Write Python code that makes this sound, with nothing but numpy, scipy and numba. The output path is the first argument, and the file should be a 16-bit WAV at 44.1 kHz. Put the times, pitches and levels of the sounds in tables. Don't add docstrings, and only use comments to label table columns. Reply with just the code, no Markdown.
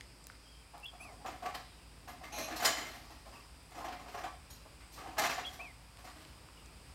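import sys
import numpy as np
from scipy import signal
from scipy.fft import rfft, irfft
from scipy.io import wavfile
from scipy.ndimage import uniform_filter1d
from numba import njit

SR = 44100
rng = np.random.default_rng(int(sys.argv[2]) if len(sys.argv) > 2 else 0)


def wrap_up_sound(samples):
    columns = np.atleast_2d(samples).T
    tamed = np.clip(columns, -1, 1)
    steps = np.round(tamed * 32767).astype(np.int16)
    wavfile.write(sys.argv[1], SR, steps)


N = 306054
T = np.arange(N) / SR


def undb(db):
    return 10 ** (np.asarray(db) / 20)


def unit(x):
    return x / np.sqrt(np.mean(x ** 2))


def colour(x, table):
    hz, db = np.transpose(table)
    f = np.maximum(np.fft.rfftfreq(len(x), 1 / SR), 1)
    return irfft(rfft(x) * undb(np.interp(np.log(f), np.log(hz), db)), len(x))


@njit
def svf(x, hz, width):
    y, b, l = np.empty(len(x)), 0., 0.
    for i in range(len(x)):
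        g, k = np.tan(np.pi * hz[i] / SR), width / hz[i]
        v = (b + g * (x[i] + 1e-18 - l)) / (1 + g * (g + k))
        b, l, y[i] = 2 * v - b, l + 2 * g * v, k * v
    return y


def band(x, hz, width):
    return svf(x, np.full(len(x), np.clip(hz, 20., .45 * SR)), max(1. * width, 5.))


def bank(x, peaks, struck_db=0):
    shares = np.broadcast_to(undb(struck_db), (len(peaks), len(x)))
    out = 0
    for k, (hz, width, db) in enumerate(peaks):
        out = out + (-1) ** k * undb(db) * band(x * shares[k], hz, width)
    return out


def walk(rate):
    k = int(SR / rate)
    steps = np.repeat(rng.standard_normal(N // k + 1), k)
    return 1.28 * uniform_filter1d(uniform_filter1d(steps, k), k)[:N]


def grit(scatter_db):
    return unit(rng.standard_normal(N) * undb(scatter_db * rng.exponential(size=N)))


THUMP_DB, THUMP_SLOPE, MIDDLE_KNOCK_DB = -51, 0.55, -39
THUMP_PER_RATTLE = 0.22
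FINE_RATTLE_DB, FINE_SLOPE = -7, .95
# [t/s, drive level/dB, cavity f/Hz, slap level/dB, metal rattle level/dB, fading time/ms (at least 5)]
KNOCK_LIST = [(.74, -41.5, 830, -13, -34, 41), (.935, -44.5, 727, -22, -25, 19),
              (1.003, -45, 746, -20, -21, 16), (1.03, -48, 792, -17, -11, 29),
              (1.05, -42, 735, -22, -25, 25), (1.09, -42, 740, -21, -32, 23),
              (1.122, -42.5, 730, -22, -24, 14), (1.208, -46, 830, -23, -25, 26),
              (1.25, -31, 704, -23, -29, 13), (1.263, -28, 718, -4.5, -17.5, 15.7),
              (1.286, -32, 725, -9, -21, 16), (1.309, -41.5, 740, -6, -19, 54),
              (1.427, -34.5, 746, -9, -23, 40), (1.456, -29.5, 730, -5, -23.5, 25.6),
              (1.489, -47, 820, -8, -23, 26), (1.545, -34.5, 790, -0.5, -9, 25),
              (1.58, -38, 750, -10, -26, 23), (2.079, -37.5, 747, -7, -15.5, 42),
              (2.214, -40.5, 730, -15, -27, 29), (2.236, -39.5, 770, -3.5, -13.5, 39),
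              (2.326, -42, 840, -10, -12, 300), (2.379, -33.5, 641, -7, -7.5, 39),
              (2.43, -35, 644, -19, -8, 12), (2.481, -36.5, 786, -7, -24, 68),
              (2.51, -40.5, 710, 1, -18, 220), (2.562, -33.5, 768, -18, -2.5, 26),
              (2.603, -33.5, 900, -3, -8, 40), (2.624, -28, 700, -2.7, -9.5, 55),
              (2.65, -20.5, 630, 3, 1.9, 15), (2.668, -27, 789, -1, -10.5, 43),
              (2.77, -35, 785, -1, -12, 60), (2.857, -48, 625, -0.5, -6, 135),
              (2.939, -53, 720, -9, -7, 30), (3.051, -45, 673, -21, -12, 13),
              (3.105, -45, 880, -4, -10, 35), (3.26, -45, 646, -9, -17, 56),
              (3.328, -49.5, 940, -4, -13, 74), (3.719, -47.5, 746, -1.5, -14, 32),
              (3.75, -43.5, 783, -6.5, -18, 120), (3.779, -35, 700, -12.5, -23, 36),
              (3.809, -32.5, 743, -13, -23, 19), (3.847, -30.5, 830, -8, -18.5, 21),
              (3.88, -34, 730, -6, -25, 29), (3.924, -35.5, 744, -1, -18, 23),
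              (3.997, -39, 766, -11, -19, 27), (4.06, -40.5, 756, -9, -23, 26),
              (4.083, -44, 730, 0.5, -11, 44), (4.144, -32.5, 722, -13, -24, 57),
              (4.179, -32, 720, -5.5, -21, 25), (4.239, -32, 725, -5.5, -22, 24),
              (4.267, -31, 793, -6, -26, 12), (4.505, -58, 640, 5.5, 3, 40),
              (4.657, -43, 626, -18, -27, 12), (4.808, -56, 800, 6.5, -17, 32),
              (4.923, -59, 899, -14, 11.5, 41), (4.96, -46.5, 690, -1, -2.5, 22),
              (4.978, -37.5, 660, -9, -24, 74), (5.064, -36, 770, -11, -26, 38),
              (5.11, -45.5, 740, -7, -18, 53), (5.171, -34, 655, -3.5, -30, 36),
              (5.184, -21.5, 812, -1.7, -7, 25.7), (5.218, -21.5, 727, -6, -38, 24),
              (5.238, -24, 710, 4.5, -9.5, 16), (5.252, -23, 730, -1, -10.5, 16),
              (5.298, -26.5, 688, 0.3, -12, 31), (5.34, -35, 677, -1.2, -21, 19),
              (5.382, -29.5, 719, -2.5, -20.5, 24.7), (5.458, -49, 720, -2, -5, 83),
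              (5.527, -49, 654, 1, -1.5, 41), (5.595, -37.5, 690, -11, -27, 28),
              (5.988, -48.5, 780, -2, -7, 22), (6.045, -43.5, 660, -4, -9.5, 29),
              (6.073, -41.5, 693, -1.5, -13.5, 28), (6.159, -54, 635, 1.7, -8.5, 150)]


def knocks():
    s, db, hz, slap_db, metal_db, length_ms = np.transpose(KNOCK_LIST)
    thump_db = THUMP_DB + THUMP_SLOPE * (db - MIDDLE_KNOCK_DB) + THUMP_PER_RATTLE * metal_db
    fine_db = FINE_SLOPE * metal_db + FINE_RATTLE_DB
    levels_db = np.array([db, db + slap_db, db + metal_db, db + fine_db, thump_db])
    gather = np.array([[.003], [.004], [.007], [.007], [.005]])
    power, blow = np.zeros((5, N)), np.zeros(N)
    for k in range(len(s)):
        i = int((s[k] - .004) * SR)
        age = T[:min(SR // 2, N - i)]
        fade = np.exp(-(age / max(length_ms[k] / 1000, .005)) ** 0.92)
        shape = (1 - np.exp(-age / gather)) * fade
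        power[:, i:i + len(age)] += (undb(levels_db[:, k:k + 1]) * shape) ** 2
        blow[i:i + 24] += undb(db[k]) * np.hanning(24)
    push = np.sqrt(power) * undb(1.64 * walk(150))
    body_push, slap_push, coarse_push, fine_push, thump_push = push

    now = np.clip(np.searchsorted(s - .004, T) - 1, 0, None)
    struck = rng.standard_normal((len(s), len(HOLLOW_MODES) + len(METAL_MODES))).T[:, now]
    hollow_struck, metal_struck = struck[:len(HOLLOW_MODES)], struck[len(HOLLOW_MODES):]
    slap_blow = undb(slap_db[now]) * np.gradient(blow)
    return (hollow_thing(body_push, slap_push, thump_push, blow, hz[now], hollow_struck)
            + slap(body_push, slap_push, slap_blow)
            + loose_metal(coarse_push, fine_push, metal_struck))


# [f/Hz, width/Hz, relative level/dB]
HOLLOW_MODES = [(237.4, 9.5, -10), (319, 47, -7.5), (356, 46, -13.5), (447, 25, -18.5), (587, 42, -14),
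                (666, 48, -7), (729, 18.5, -3.5), (792.5, 23, -5.5), (828, 41, -10.5), (974, 40, -15.5),
                (1053, 19.4, -7.5), (1146, 21.4, -7.5), (1216, 18, -6.5), (1312, 21, -13),
                (1600, 3.1, -12.5), (1690, 53, -10.5), (1833, 33, -12.5), (1850, 58, -10),
                (1990, 38, -13.5), (2094, 65, -12.5), (2360, 47, -15), (2565, 85, -16), (2827, 26, -15.5),
                (3045, 30, -11), (3070, 22, -40)]


def hollow_thing(body_push, slap_push, thump_push, blow, cavity_hz, struck):
    body = body_push * grit(1.13) + undb(2.5) * blow
    cavity = svf(body, cavity_hz, 43.5) * undb(15.0)
    split = sum(mode[0] < 1400 for mode in HOLLOW_MODES)
    middle = bank(body, HOLLOW_MODES[4:split], 3 * struck[4:split]) * undb(16.5)
    thump = thump_push * grit(2.1)
    deep = bank(thump, HOLLOW_MODES[:4], 3 * struck[:4]) * undb(32.5)
    deep += band(band(thump, 200, 230), 206, 330) * undb(16.5)
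    high = bank(slap_push * grit(2.88), HOLLOW_MODES[split:], 4 * struck[split:]) * undb(17.5)
    return cavity + middle + deep + high


# [f/Hz, relative level/dB per Hz]
SLAP_COLOUR = [(71, -53), (120, -23), (341, -3.5), (524, -10.5), (712, -13), (1460, -8.5), (1900, -10.5),
               (7050, -18), (10200, -29), (12300, -22), (16000, -23.5)]


def slap_noise(x):
    return colour(x, SLAP_COLOUR) / np.std(colour(rng.standard_normal(N), SLAP_COLOUR))


def slap(body_push, slap_push, slap_blow):
    thud = band(band(slap_noise(body_push * grit(1.6)), 730, 750), 770, 990)
    bright = band(slap_noise(slap_push * grit(0.96) + slap_blow), 1640, 2640)
    return thud * undb(-5.5) + bright * undb(-2.5)


# [f/Hz, width/Hz, relative level/dB]
METAL_MODES = [(4190, 200, 2.5), (5070, 270, 9), (5290, 220, 3.5), (6150, 31, -1), (5800, 120, 10),
               (7000, 380, 11.5), (8000, 79, -27), (9300, 110, -33), (11730, 220, -8), (12300, 160, -9),
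               (13600, 250, -13), (14300, 250, -1)]


def loose_metal(coarse_push, fine_push, struck):
    rattle, fine = coarse_push * grit(0.38), fine_push * grit(0.44)
    coarse_metal = bank(rattle, METAL_MODES, 4.3 * struck) * undb(3.0)
    coarse_metal += slap_noise(rattle) * undb(2.0)
    fine_metal = bank(fine, METAL_MODES, 6.1 * struck) * undb(4.5)
    fine_metal += slap_noise(fine) * undb(15.5)
    return (band(band(coarse_metal, 4420, 3300), 4300, 5800)
            + band(band(fine_metal, 10900, 11000), 9600, 14600))


DRAG_S, DRAG_DB, DRAG_ATTACK_S, DRAG_HOLD_S = 2.318, -47, .008, 0.13
DRAG_SWELL_DB, DRAG_RELEASE_DB_PER_S = 3, 270
# [f/Hz, width/Hz, relative level/dB]
EDGE_BANDS = [(2490, 200, 4), (4120, 180, 1.5), (5600, 300, -5), (6270, 320, 3), (6600, 300, -3),
              (11270, 230, -1)]


def drag():
    age = T - DRAG_S
    catch = np.clip(age / DRAG_ATTACK_S, 0, 1)
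    swell_db = DRAG_SWELL_DB * np.clip(age / DRAG_HOLD_S, 0, 1)
    release_db = DRAG_RELEASE_DB_PER_S * np.maximum(age - DRAG_HOLD_S, 0)
    level_db = DRAG_DB + swell_db - release_db + 0.8 * walk(39.2)
    return unit(bank(grit(2.3), EDGE_BANDS)) * catch * undb(level_db)


CHATTER_S, CHATTER_RISE_S = .022, .008
# [t/s, level/dB, brightness/dB per octave]
CLINK_TAPS = [(2.08, -60, 2.1), (4.503, -54, 1.1)]
TINK_TAPS = [(1.0061, -55, 1.5)]
# [f/Hz, relative level/dB, time to fade 60 dB/s]
SOLID_MODES = [(3220, -1, .05), (4020, 2, 0.073), (5500, 1, .04), (6730, 3, .07), (9430, 2, .07),
               (11750, 1, .08), (13650, -5, .05)]
THIN_MODES = [(6150, -4, .08), (7700, -5, .06), (10150, 0, .05), (10550, -1, .05), (10850, -7, .04),
              (15300, -10, .05)]


def clinks(taps, modes):
    out = np.zeros(N)
    for s, db, tilt_db in taps:
        age = np.maximum(T - s + 0.0047, 0)
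        chatter = grit(3.0) * (1 - np.exp(-age / CHATTER_RISE_S)) * np.exp(-age / CHATTER_S)
        for hz, mode_db, t60 in modes:
            ring = band(chatter, hz, np.log(1000) / np.pi / t60)
            level_db = db + mode_db + tilt_db * np.log2(hz / 8000)
            out += ring / np.abs(ring).max() * undb(level_db)
    return out


# [t/s, peak level/dB, f/Hz, width as a share of f]
CLICK_LIST = [(.0095, -34.5, 2580, 0.68), (.2413, -43.5, 7200, 0.17), (.2691, -33, 7900, 3.7),
              (0.3, -37, 1560, 0.19), (0.32, -49, 2500, 0.98), (.3525, -51, 2500, .8),
              (.78, -46, 7450, 1.3), (.8, -47, 9000, 1.1), (.845, -47, 10000, 1.3), (.865, -52, 12000, .8),
              (3.395, -56, 12500, .55), (3.71, -47, 8000, .7), (5.9717, -43, 3470, .76),
              (6.251, -41.5, 3000, 0.54), (6.4875, -46.5, 980, .52), (6.6596, -48, 6000, .55)]


def clicks():
    out, age = np.zeros(N), np.arange(512) / SR
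    for s, db, hz, share in CLICK_LIST:
        burst = rng.standard_normal(512) * np.exp(-age / .0011)
        ring = band(band(burst, hz, hz * share), hz, 4.5 * hz * share)
        i = int(s * SR) - 10
        out[i:i + 512] += undb(db) * ring / np.abs(ring).max()
    return out


WARBLE_HZ = 85


def bird(notes, flutter_db, waver_share, warble_share):
    out, flutter, waver = np.zeros(N), walk(200), walk(170)
    warble = np.sin(2 * np.pi * WARBLE_HZ * T)
    for note in notes:
        s, hz, db = np.transpose(note)
        edge = np.clip(np.minimum(T - s[0], s[-1] - T) / 0.0018, 0, 1)
        pitch = np.interp(T, s, hz) * (1 + waver_share * waver + warble_share * warble)
        phase = 2 * np.pi * np.cumsum(pitch) / SR
        loudness = undb(np.interp(T, s, db) + flutter_db * flutter)
        out += np.sqrt(2) * edge * loudness * np.sin(phase)
    return out + 0.31 * np.roll(out, int(0.0059 * SR))


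# [t after the start/s, f/Hz, level/dB]
NEAR_PHRASE = [
    [(0, 2646, -53), (.01, 2720, -48), (.024, 2740, -47), (.038, 3080, -53)],
    [(.025, 3200, -44), (.031, 3406, -45), (.038, 3300, -47), (.042, 3277, -47), (.055, 3350, -43),
     (.068, 3180, -54), (.079, 3300, -67)],
    [(.166, 2300, -65), (.175, 2380, -49.5), (.19, 2570, -51.5), (.21, 2615, -53), (.233, 2460, -52.5),
     (.26, 2180, -57.5), (.292, 2000, -66)],
]
# [t/s, level change/dB, extra change of the first note/dB]
NEAR_CALLS = [(.83, -3, 0.5), (5.425, 1.5, -7.5)]


def near_notes():
    notes = []
    for start, level_db, first_db in NEAR_CALLS:
        for k, note in enumerate(NEAR_PHRASE):
            change_db = level_db + (first_db if k == 0 else 0)
            notes.append([(start + s, hz, db + change_db) for s, hz, db in note])
    return notes


FAR_RISE_SHARE, FAR_RISE_DB, FAR_FADE_DB = .25, -5.5, -6.5
# [t/s, length/s, start f/Hz, end f/Hz, top level/dB]
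FAR_CALLS = [(0.438, 0.19, 3260, 3150, -67), (1.593, 0.23, 4000, 3800, -73), (1.655, .105, 3390, 3330, -74),
             (1.775, 0.095, 2920, 2440, -70), (3.337, .11, 2610, 2490, -66.5), (4.4, 0.15, 2450, 2450, -92),
             (6.55, .21, 2820, 2400, -72)]


def far_notes():
    return [[(s, hz, db + FAR_RISE_DB),
             (s + FAR_RISE_SHARE * length, hz, db),
             (s + length, end_hz, db + FAR_FADE_DB)]
            for s, length, hz, end_hz, db in FAR_CALLS]


# [f/Hz, time to fade 60 dB/s]
SHED_FADE = [(300, 0.46), (1000, 0.35), (4000, 0.6), (12000, 0.23)]


def shed(x):
    age, tail = T[:SR], 0
    hz, t60 = np.transpose(SHED_FADE)
    for centre in 125 * 2. ** np.arange(7.5):
        fade = undb(-60 * age / np.interp(np.log(centre), np.log(hz), t60))
        tail = tail + fade * band(rng.standard_normal(SR), centre, centre * 0.51)
    tail = tail * np.clip(age / 0.0086, 0, 1)
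    return signal.fftconvolve(x, tail / np.sqrt(np.sum(tail ** 2)))[:N]


# [f/Hz, level/dB rms], both before they waver
HUM_TONES = [(53.5, -60), (107, -79.5), (160, -74.5), (270, -77.5)]


def hum():
    turn = 2 * np.pi * np.cumsum(1 + 0.0115 * walk(3.6)) / SR
    return sum(np.sqrt(2) * undb(db + 0.6 * walk(10)) * np.sin(hz * turn) for hz, db in HUM_TONES)


AIR_DB = -57.5
# [f/Hz, relative level/dB per Hz]
AIR_COLOUR = [(30, -9), (46, -17), (64, -2.5), (81, -9.5), (118, -10.5), (190, -17.5), (266, -19.5),
              (570, -23), (1010, -22), (1700, -27), (2900, -28.5), (3900, -31), (6300, -38), (9500, -37.5),
              (16000, -45)]
# [f/Hz, width/Hz, level/dB rms before it wavers]
INSECT_BANDS = [(2460, 580, -73), (4916, 950, -68.5), (7050, 240, -82.5), (8310, 1600, -71),
                (10530, 2300, -77.5)]


def air():
    wash = unit(colour(rng.standard_normal(N), AIR_COLOUR))
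    low = band(wash, 270, 270)
    out = (wash + low * (undb(3.5 * walk(3.1)) - 1)) * undb(AIR_DB + .5 * walk(0.93))
    for hz, width, db in INSECT_BANDS:
        chorus = unit(band(band(rng.standard_normal(N), hz, width), hz, width))
        out = out + chorus * undb(db + 1.15 * walk(6.9))
    return out


def scene():
    far = knocks() + drag() + clinks(CLINK_TAPS, SOLID_MODES) + clinks(TINK_TAPS, THIN_MODES)
    song = bird(near_notes(), 2.06, .014, 0.019) + bird(far_notes(), 4.2, .03, 0)
    near = clicks()
    wet = shed(undb(-10.5) * far + undb(-18.0) * song + undb(-12.0) * near)
    return (far * undb(-2.5) + song + near + wet + hum() + air())[None]


def record(dry):
    x = signal.sosfilt(signal.butter(3, 42, "high", fs=SR, output="sos"), dry)
    return signal.sosfilt(signal.ellip(12, .2, 80, 15850, fs=SR, output="sos"), x)


dry = scene()
out = record(dry)
wrap_up_sound(out)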